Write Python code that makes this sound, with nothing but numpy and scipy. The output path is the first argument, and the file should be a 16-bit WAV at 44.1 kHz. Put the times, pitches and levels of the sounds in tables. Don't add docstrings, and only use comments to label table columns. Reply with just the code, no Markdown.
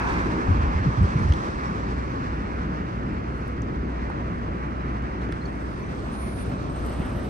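import sys
import numpy as np
from scipy import signal
from scipy.fft import rfft, irfft
from scipy.io import wavfile
from scipy.ndimage import uniform_filter1d, minimum_filter1d

SR = 44100
rng = np.random.default_rng(int(sys.argv[2]) if len(sys.argv) > 2 else 0)


def volts_from_db(level):
    exponent = np.asarray(level, float) / 20
    return 10 ** exponent


def transcribe(signal):
    frames = np.atleast_2d(signal).T
    limited = np.clip(frames, -1, 1)
    pcm = np.round(limited * 32767).astype(np.int16)
    wavfile.write(sys.argv[1], SR, pcm)


N = 321489
FRAME, HOP = 1024, 256
T = np.arange(N) / SR
FRAME_T = np.arange(N // HOP + 5) * HOP / SR
FRAME_HZ = np.fft.rfftfreq(FRAME, 1 / SR)[:, None]

# pitch_hz, level_db (per Hz)
RUMBLE_COLOUR = [(20, -43.5), (32, -29.5), (45, -2), (64, -2), (120, -7.5), (166, -5), (244, -5),
                 (338, -9.5), (556, -19.5), (900, -42.5), (1200, -78.5)]
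TYRE_COLOUR = [(250, -40), (450, -7), (620, -7.5), (850, -2.5), (1100, 6.5), (1500, -2), (2000, -9),
               (2600, -14), (3200, -21), (4500, -37), (7000, -62.5), (11000, -88)]
SLOW_CAR_COLOUR = [(300, -29), (450, 1.5), (600, 4.5), (850, -2.5), (1200, -3), (2000, -14), (2700, -14),
                   (3300, -18), (6000, -33), (11000, -91)]
SPRAY_COLOUR = [(2200, -34.5), (3200, 0), (4200, 1), (5200, -1.5), (6200, -4.5), (7200, -12.5), (8500, -14),
                (10000, -40), (12500, -53.5)]
FAN_COLOUR = [(5600, -18), (7200, -2), (8600, -3), (9400, -3.5), (10200, -7), (11500, -12), (11900, -17),
              (12800, -19.5), (13800, -22.5), (15500, -28), (16000, -60)]
FAST_TREAD_COLOUR = [(700, -33), (1200, 2.5), (1700, -4), (2500, -14), (2900, -15), (4500, -48),
                     (9000, -76.5)]
UNDERBODY_COLOUR = [(100, -29.5), (190, 1), (320, 5), (500, -10), (750, -17.5), (1300, -32.5),
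                    (3000, -81.5)]
CLOSE_TYRE_COLOUR = [(500, -29), (800, -3.5), (1020, 3), (1300, -17), (1600, -1), (1850, -11.5),
                     (2500, -12), (4000, -41.5)]
BREEZE_COLOUR = [(20, -4), (50, 3), (100, -2), (200, -19), (400, -53.5)]

# closest_s, roar_db, distance_over_speed_s, spray_db
RIGHT_LANE = [
    (0.0, -34, 0.27, -48.5),
    (.65, -34.5, 0.29, -69.5),
    (1.0, -34.5, 0.79, -54.5),
    (2.15, -41, 0.27, -66),
    (2.7, -41.5, 0.68, -65.5),
    (4.1, -41.5, 0.21, -62.5),
    (4.9, -39.5, 0.37, -67),
]
LEFT_LANE = [
    (.06, -34, 0.18, -57),
    (1.3, -45, 0.49, -52.5),
    (5.9, -48, 0.74, -76),
    (6.5, -41.5, 0.83, -56),
]
# closest_s, roar_db, distance_over_speed_s
FAR_LANE = [
    (2.6, -43, 0.74),
    (4.2, -48, 0.26),
    (4.75, -45.5, 0.31),
    (5.25, -45, .2),
    (6.15, -56, 0.28),
]
# closest_s, boom_db, distance_over_speed_s
CLOSE_BOOM = [
    (.2, -31, 0.26),
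]
# closest_s, roar_db, distance_over_speed_s
CLOSE_ROAR = [
    (.06, -33, 0.14),
]
# time_s, level_db, left_late_samples
NEARING = [(5.8, -46.5, -4.5), (6.3, -43, -5), (6.7, -42.5, -3), (7, -38.5, -1.5), (7.29, -41, 1.5)]
# time_s, left_late_samples
RIGHT_LAG = [(0, 6.6), (.12, 11), (.32, 17.9), (1.35, 16.1), (2.2, 17.8), (7.29, 20.8)]
# time_s, direct_share (0-1)
FACING = [(0, 1), (5.55, 1), (5.95, .3), (7.29, .15)]
# pitch_hz, likeness (-1 to 1)
DIFFUSE = [(60, .975), (170, .9), (340, .78), (480, .15), (620, -.65), (900, -.85)]
# pitch_hz, left_late_samples
BEND = [(8500, 15.5), (10100, 15.3), (11000, 15), (11800, 14.8), (13700, 14.5), (15200, 14.5)]

# time_s, firing_tone_db
LOAD = [(0, -32), (1.1, -35), (1.7, -37), (2.0, -30.5), (2.25, -37.5), (2.6, -32.5), (2.85, -38),
        (3.3, -35.5), (3.8, -31.5), (4.5, -35.5), (4.95, -29.5), (5.2, -35), (5.4, -36), (6.15, -40),
        (6.4, -34.5), (6.6, -36), (6.9, -30.5), (7.29, -37)]
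# time_s, tick_db
BAY = [(0, -65), (.8, -92), (1.2, -67.5), (1.7, -80.5), (2.3, -90), (3.1, -100), (3.4, -86), (3.7, -100),
       (5.2, -90.5), (5.65, -73), (6.1, -71), (6.45, -59), (6.6, -72), (6.85, -59), (7.29, -62)]
# time_s, level_db
BREEZE = [(0, -52), (1.4, -50), (1.8, -70), (6.4, -66), (6.7, -48), (7.29, -50.5)]
# start_s, length_s, level_db
PUFFS = [
    (0, .45, -76),
    (.5, .12, -84),
    (.76, .2, -81),
    (1.36, .16, -82),
    (1.9, .1, -84),
    (2.3, .08, -85),
    (3.4, .11, -82),
    (5.5, .45, -86),
    (6.43, .08, -80),
]
# middle_s, level_db, swing_hz, length_s
EDDIES = [(0.504, -8, 89.7, 0.0401), (0.527, -13, 95, .04), (0.573, -15.5, 57, .06),
          (0.618, -18, 81, 0.098), (0.645, -15, 77, 0.037), (0.685, -14, 61.6, 0.043),
          (0.763, -15, 75, 0.0503), (0.812, -18, 99.6, .05), (.865, -14, 175, 0.0301),
          (0.869, -17, 74.5, 0.039), (0.884, -10.5, 129, 0.0302), (0.993, -13, 114.5, .035),
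          (1.023, -9, 77, 0.042), (0.864, -20.5, 285, 0.018), (1.02, -14.5, 183, 0.0324),
          (1.206, -19.5, 204, 0.027), (1.045, -9, 85.6, .045), (1.051, -27, 190, 0.021),
          (1.133, -24.5, 85, .04), (1.164, -12, 141.5, 0.0277), (1.183, -17.5, 63, 0.053),
          (1.217, -17.5, 89.5, 0.039), (1.263, -12, 68.4, 0.052), (1.258, -19.5, 145, 0.023),
          (1.308, -8.5, 80.8, 0.046), (1.381, -34, 71.6, .05), (5.295, -19, 304, 0.0079),
          (7.003, -17, 178, 0.0085)]
# start_s, length_s, pitch_hz, peak_db, grab_period_s
SQUEALS = [
    (6.105, .35, 9515, -49.5, .18),
    (7.13, .15, 11447, -69, .065),
    (6.28, .22, 7210, -72, .07),
    (6.44, .09, 9500, -64, .06),
]
# start_s, level_db, pitch_hz, length_s, left_over_right_db
CHIRPS = [(.765, -59, 5150, .025, 6), (1.652, -55.5, 5500, 0.034, 8), (4.79, -62, 3850, 0.03, -2),
          (4.797, -63, 5050, .022, 0), (4.84, -62, 3750, .024, 0), (5.408, -53, 4130, .025, -1),
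          (5.452, -46, 4340, 0.014, 0), (5.452, -61, 5850, .015, 3), (5.452, -61, 6650, .015, 3),
          (5.822, -62, 6030, .025, 4), (5.858, -63, 6050, .022, 4)]
# start_s, level_db
SLIPS = [
    (6.69, -60),
    (6.746, -57),
    (6.838, -57),
    (6.885, -58),
    (6.922, -58),
    (6.968, -62),
    (7.04, -64),
    (7.075, -67),
    (7.108, -65),
]
# start_s, peak_db, centre_hz, width_hz, left_over_right_db
SNAPS = [(1.3229, -28.5, 3300, 1000, 5), (1.3233, -35, 2400, 700, 1), (1.3232, -41, 6300, 1100, 1),
         (1.323, -45, 11400, 2200, 2), (1.3232, -58, 14500, 2000, 0), (1.3352, -40, 3100, 1200, 4),
         (1.337, -33.5, 3350, 800, 5), (1.339, -40, 3300, 1200, 3), (1.3375, -38, 2200, 900, -3),
         (1.3375, -51, 8600, 1500, 1), (1.3358, -41, 6300, 1200, -3), (1.3358, -44, 8500, 1800, 1),
         (1.3355, -47, 11000, 1800, 1), (1.0305, -45, 8300, 1800, -9), (2.3297, -55, 6500, 5000, 2),
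         (3.38, -56, 13500, 4000, -3), (3.479, -51, 11500, 5000, -5), (3.4795, -53, 8500, 2000, -4),
         (3.62, -43.5, 6200, 900, 13), (3.62, -52, 8200, 2000, 7), (3.62, -59, 13000, 6000, 4),
         (4.0996, -27, 950, 500, -2), (4.102, -30, 1700, 500, 4), (4.101, -51.5, 8600, 1600, -8),
         (5.0235, -49, 5500, 2800, 2), (5.2185, -56, 8200, 2500, -2), (5.2185, -48, 3300, 900, -1),
         (5.2885, -50, 5800, 2800, 2), (5.289, -46, 3300, 1000, 1), (5.291, -30, 450, 300, 0),
         (5.318, -57, 8600, 900, -13), (5.3205, -54, 8500, 900, -8), (5.3232, -40, 3700, 900, -3),
         (5.3236, -41, 5100, 1200, -6), (5.3258, -44, 5000, 1400, -6), (5.3252, -45, 3700, 900, -4),
         (5.3238, -46, 8800, 1800, -6), (5.3248, -33, 2300, 800, -5), (5.3245, -28.5, 1500, 800, 1),
         (5.3262, -35, 1700, 900, 0), (5.3245, -53, 14000, 4000, -3), (5.3245, -52, 11000, 2000, -3)]

# pitch_hz, left_over_right_db
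PORTS = [(60, 0), (170, 0), (500, 1.5), (950, -2), (1900, -3), (2700, -1), (3900, 2), (5200, 4.5),
         (6000, 6.5), (7000, 3), (8500, -2.5), (11000, -2)]
# pitch_hz, level_db
CENTRE = [(900, 0.1), (1090, -2.5), (1280, 0.5), (1550, 0.3), (1800, 1), (2050, 1.7), (2700, 0),
          (3000, -0.5)]
# pitch_hz, side_gain_db
SIDE_GAIN = [(60, 0.5), (150, 0.5), (300, 1.5), (500, 2), (800, 7.5), (1050, -0.4), (1400, 0), (1800, 4),
             (2050, 0.5), (2900, -1), (4500, -1.5), (8000, -0.5)]


def evened(x):
    return x / np.sqrt(np.mean(x ** 2) + 1e-20)


def read(points, hz):
    f, value = np.transpose(points)
    return np.interp(np.log(hz + 1), np.log(f + 1), value)


def column(rows, t, order):
    rows = np.array(rows, float)
    return np.interp(t, rows[:, 0], rows[:, order])


def add(mix, s, sound, pan_db=0, lag=0):
    for side, (shift, sign) in enumerate([(lag, 1), (0, -1)]):
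        part = mix[side, round(s * SR) + round(shift):][:len(sound)]
        part += sound[:len(part)] * volts_from_db(sign * pan_db / 2)


def wander(rate_hz, size):
    white = rng.standard_normal(size) * (np.arange(size) > 0)
    lowpass = signal.butter(2, rate_hz, fs=SR, output="sos")
    return evened(signal.sosfiltfilt(lowpass, white, padtype=None))


def summed(*dbs):
    return 10 * np.log10(sum(volts_from_db(2 * db) for db in dbs))


def lane(cars, t, order):
    return summed(*(car[order] - 11 * np.log10(1 + ((t - car[0]) / car[2]) ** 2) for car in cars))


def stream(colour, db, same, patchy_db, lag=0):
    a, b, c, d, patches = rng.standard_normal((len(FRAME_T), len(FRAME_HZ), 5)).T
    patches = uniform_filter1d(patches, size=12, axis=0)
    patches = evened(uniform_filter1d(patches, size=16, axis=1))
    same = np.clip(same, -1, 1)
    right = a + 1j * b
    direct = right * np.exp(-2j * np.pi * FRAME_HZ * lag / SR)
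    left = same * direct + np.sqrt(1 - same ** 2) * (c + 1j * d)
    z = np.array([left, right]) * volts_from_db(read(colour, FRAME_HZ) + patchy_db * patches)
    noise = signal.istft(z, nperseg=FRAME, noverlap=FRAME - HOP)[1][:, :N]
    return volts_from_db(db) * evened(noise)


def rumble():
    tail_s = 0.19
    roar_db = lane(RIGHT_LANE + LEFT_LANE, T - tail_s, order=1)
    near_db = column(NEARING, T, order=1)
    db = summed(summed(roar_db, near_db) + 0.5, -32)
    return stream(RUMBLE_COLOUR, db, lag=6.6, same=read(DIFFUSE, FRAME_HZ), patchy_db=0.75)


def tyre_roar(gust):
    right = stream(TYRE_COLOUR, lane(RIGHT_LANE, T, order=1), lag=column(RIGHT_LAG, FRAME_T, order=1),
                   same=0.85 * column(FACING, FRAME_T, order=1), patchy_db=1.5)
    left = stream(TYRE_COLOUR, lane(LEFT_LANE, T, order=1), lag=-17, same=0.88, patchy_db=2.5)
    nearing = stream(SLOW_CAR_COLOUR, column(NEARING, T, order=1),
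                     lag=column(NEARING, FRAME_T, order=2), same=.8, patchy_db=1.2)
    return (right + left + nearing) * volts_from_db(0.67 * gust)


def spray_and_fan(gust):
    spray_db = summed(lane(RIGHT_LANE + LEFT_LANE, T, order=3), -73.5)
    bay_db = -66 + 0.47 * (column(BAY, T, order=1) + 72)
    fan_db = summed(spray_db - 22, bay_db, -81.5)
    spray = stream(SPRAY_COLOUR, spray_db, lag=column(RIGHT_LAG, FRAME_T, order=1), same=0.17, patchy_db=0.9)
    fan = stream(FAN_COLOUR, fan_db, lag=read(BEND, FRAME_HZ), same=.86, patchy_db=2.2)
    return (spray + fan) * volts_from_db(gust)


def close_car():
    boom = stream(UNDERBODY_COLOUR, lane(CLOSE_BOOM, T, order=1), lag=7.5, same=0.77, patchy_db=4.5)
    tyres = stream(CLOSE_TYRE_COLOUR, lane(CLOSE_ROAR, T, order=1), lag=9.6, same=0.57, patchy_db=-0.5)
    return boom + tyres


def diesel():
    tone_db = column(LOAD, T, order=1)
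    octave_db = -43.5 - 0.38 * (tone_db - tone_db.mean()) + 2.64 * wander(2.3, N)
    turns = 60 * T
    tone = volts_from_db(tone_db + 2.5 * wander(27, N)) * np.sin(2 * np.pi * turns + .5 * wander(2.7, N))
    octave = volts_from_db(octave_db + 2.2 * wander(34.0, N)) * np.sin(4 * np.pi * turns + 1.8 * wander(11.85, N))
    cycles = turns / 2 + .16 + 0.05 * wander(13, N)
    strength = volts_from_db(2.7 * rng.standard_normal(300))[cycles.astype(int)]
    gate = np.exp(-(cycles % 1) / .11) * strength + .22
    band = signal.butter(3, [9200, 11700], "bandpass", fs=SR, output="sos")
    ticks = evened(signal.sosfilt(band, gate * rng.standard_normal(N)))
    ticks = volts_from_db(column(BAY, T, order=1)) * ticks
    late_ticks = np.roll(ticks, 15)
    return np.sqrt(2) * (tone + octave) + np.array([late_ticks, ticks])


def breeze():
    return stream(BREEZE_COLOUR, column(BREEZE, T, order=1), same=.1, patchy_db=9.0)


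def air_valves():
    out = np.zeros((2, N))
    band = signal.butter(3, [14500, 15600], "bandpass", fs=SR, output="sos")
    for s, length, db in PUFFS:
        jet = evened(signal.sosfilt(band, rng.standard_normal(round(length * SR))))
        level = volts_from_db(db + 4.0 * wander(25, len(jet)))
        add(out, s, level * jet * signal.windows.tukey(len(jet), .4), pan_db=-3, lag=9)
    return out


def far_lane():
    return stream(FAST_TREAD_COLOUR, lane(FAR_LANE, T, order=1), lag=19.6, same=0.88, patchy_db=0.5)


def wake():
    out = np.zeros((2, N))
    for s, db, hz, length in EDDIES:
        u = np.linspace(-1, 1, round(1.346 * length * SR))
        turns = np.cumsum(hz * (1 - 0.1 * u)) / SR
        turns = turns - turns[len(u) // 2] + .25
        swing = np.sin(2 * np.pi * turns) + 0.41 * wander(170, len(u))
        push = volts_from_db(db - 3.0) * np.cos(np.pi * u / 2) ** 2 * swing
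        add(out, s - .7 * length, push, pan_db=2.8 * rng.standard_normal())
    return out


def brakes():
    out = np.zeros((2, N))
    for k, (s, length, hz, db, period) in enumerate(SQUEALS):
        t = np.arange(0, length, 1 / SR)
        climb_per_s = .024 if k == 0 else 0
        turns = np.cumsum(hz * (1 + climb_per_s * np.minimum(t, .7 * length))) / SR
        grab_db = -6 * np.sin(np.pi * (t / period - .75)) ** 2
        level = volts_from_db(db + grab_db + 2.2 + .8 * wander(18, len(t))) * np.sqrt(2)
        squeal = level * np.sin(2 * np.pi * turns) * signal.windows.tukey(len(t), .2)
        add(out, s, squeal, lag=20 if 9000 < hz < 10000 else 15)
    slip_hz, slip_s = 8400, .042
    slips = [(s, db, slip_hz, slip_s, 0) for s, db in SLIPS]
    for s, db, hz, length, pan_db in CHIRPS + slips:
        t = np.arange(0, length, 1 / SR)
        tighten_per_s = 1.2 if hz < 4500 else 0
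        unsteady = .5 if hz < slip_hz else .2
        level = volts_from_db(db + 1.8 * wander(150, len(t)))
        phase = 2 * np.pi * hz * t * (1 + tighten_per_s * t / 2) + unsteady * wander(150, len(t))
        add(out, s, level * np.sin(phase) * signal.windows.tukey(len(t), .6), pan_db)
    return out


def grit():
    out, t = np.zeros((2, N)), np.arange(400) / SR
    for s, db, hz, width_hz, pan_db in SNAPS:
        snap = (rng.standard_normal(len(t)) + 6 * (t == 0)) * np.exp(-t / 0.0013)
        for widening in (1, 2, 2):
            snap = signal.lfilter(*signal.iirpeak(hz, hz / width_hz / widening, SR), snap)
        lag = -np.clip(2 * pan_db, -12, 12) * (hz < 2700)
        add(out, s, volts_from_db(db) * snap / abs(snap).max(), pan_db, lag)
    return out


def unmasked(x):
    mid_side = np.array([x[0] + x[1], x[0] - x[1]]) / 2
    hz, t, z = signal.stft(mid_side, SR, nperseg=2048, noverlap=1024)
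    width = 8
    bands = len(hz) // width
    power = (abs(z[:, :bands * width]) ** 2).reshape(2, bands, width, -1).mean(2)
    power = uniform_filter1d(power, size=3, axis=2)
    khz = hz[width // 2::width][:bands] / 1000
    high = khz > 9.65

    gap = khz[:, None] - khz[None]
    spread = volts_from_db(2 * np.where(gap > 0, -6 * gap, 15 * gap)) * (khz > 8.6) * (gap != 0)
    treble = power[0, (khz > 7.3) & (khz < 9.3)].mean(0)
    treble_db = uniform_filter1d(10 * np.log10(treble + 1e-20), size=9)
    margin_db = np.maximum(9 - 3.2 * (treble_db - np.median(treble_db)), 4) - np.exp(-t / .2)
    mask = (spread[:, :, None] * power.max(0)[None]).max(1) * volts_from_db(-2 * margin_db)
    mask = minimum_filter1d(mask, size=3, axis=1)

    mid_dip = [[7], [0]] * np.exp(-((khz - 13.9) / .7) ** 2)
    side_dip = [[0], [12]] * np.exp(-((khz - 12.5) / .7) ** 2)
    thrift_db = np.where(khz > 11.75, mid_dip + side_dip + [[3], [0]], 0) + [[6], [1.5]] * high
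    luck = uniform_filter1d(rng.standard_normal(power.shape), size=2, axis=2)
    luck = evened(uniform_filter1d(luck, size=2, axis=1))
    luck_db = 4.5 * luck + 2.5 * rng.standard_normal(len(t))
    mask = mask * volts_from_db(2 * luck_db * high[:, None])

    kept = (power / volts_from_db(2 * thrift_db)[:, :, None] > mask) | (khz < 8.3)[:, None]
    hidden_db = np.minimum(margin_db, 10) + 3.5 * luck[0]
    kept[1] &= (power[1] > power[0] * volts_from_db(-2 * hidden_db)) | (khz < 7.2)[:, None]
    floor = np.repeat(mask * volts_from_db(2 * (thrift_db - 4))[:, :, None] * high[:, None], width, axis=1)
    lines = z[:, :bands * width]
    z[:, :bands * width] = lines * np.repeat(kept, width, axis=1) * (abs(lines) ** 2 > floor)
    mid, side = signal.istft(z, SR, nperseg=2048, noverlap=1024)[1][:, :N]
    return np.array([mid + side, mid - side])


def scene():
    gust = wander(17.6, N)
    road = rumble() + tyre_roar(gust) + spray_and_fan(gust) + close_car() + far_lane()
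    return road + diesel() + breeze() + air_valves() + wake() + brakes() + grit()


def band_limit(x):
    return signal.sosfilt(signal.butter(12, 15700, fs=SR, output="sos"), x)


def record(dry):
    hz = np.fft.rfftfreq(N, 1 / SR)
    tilt_db = read(PORTS, hz) / 2
    bass_cut = 1 / np.sqrt(1 + (37 / (hz + 1)) ** 6)
    left, right = rfft(dry) * volts_from_db([tilt_db, -tilt_db]) * bass_cut
    mid = volts_from_db(read(CENTRE, hz)) * (left + right) / 2
    side = volts_from_db(read(SIDE_GAIN, hz)) * (left - right) / 2
    wide = irfft(np.array([mid + side, mid - side]), N)
    limited = .95 * np.tanh(wide / .95)
    return band_limit(unmasked(limited))


dry = scene()
out = record(dry)
transcribe(out)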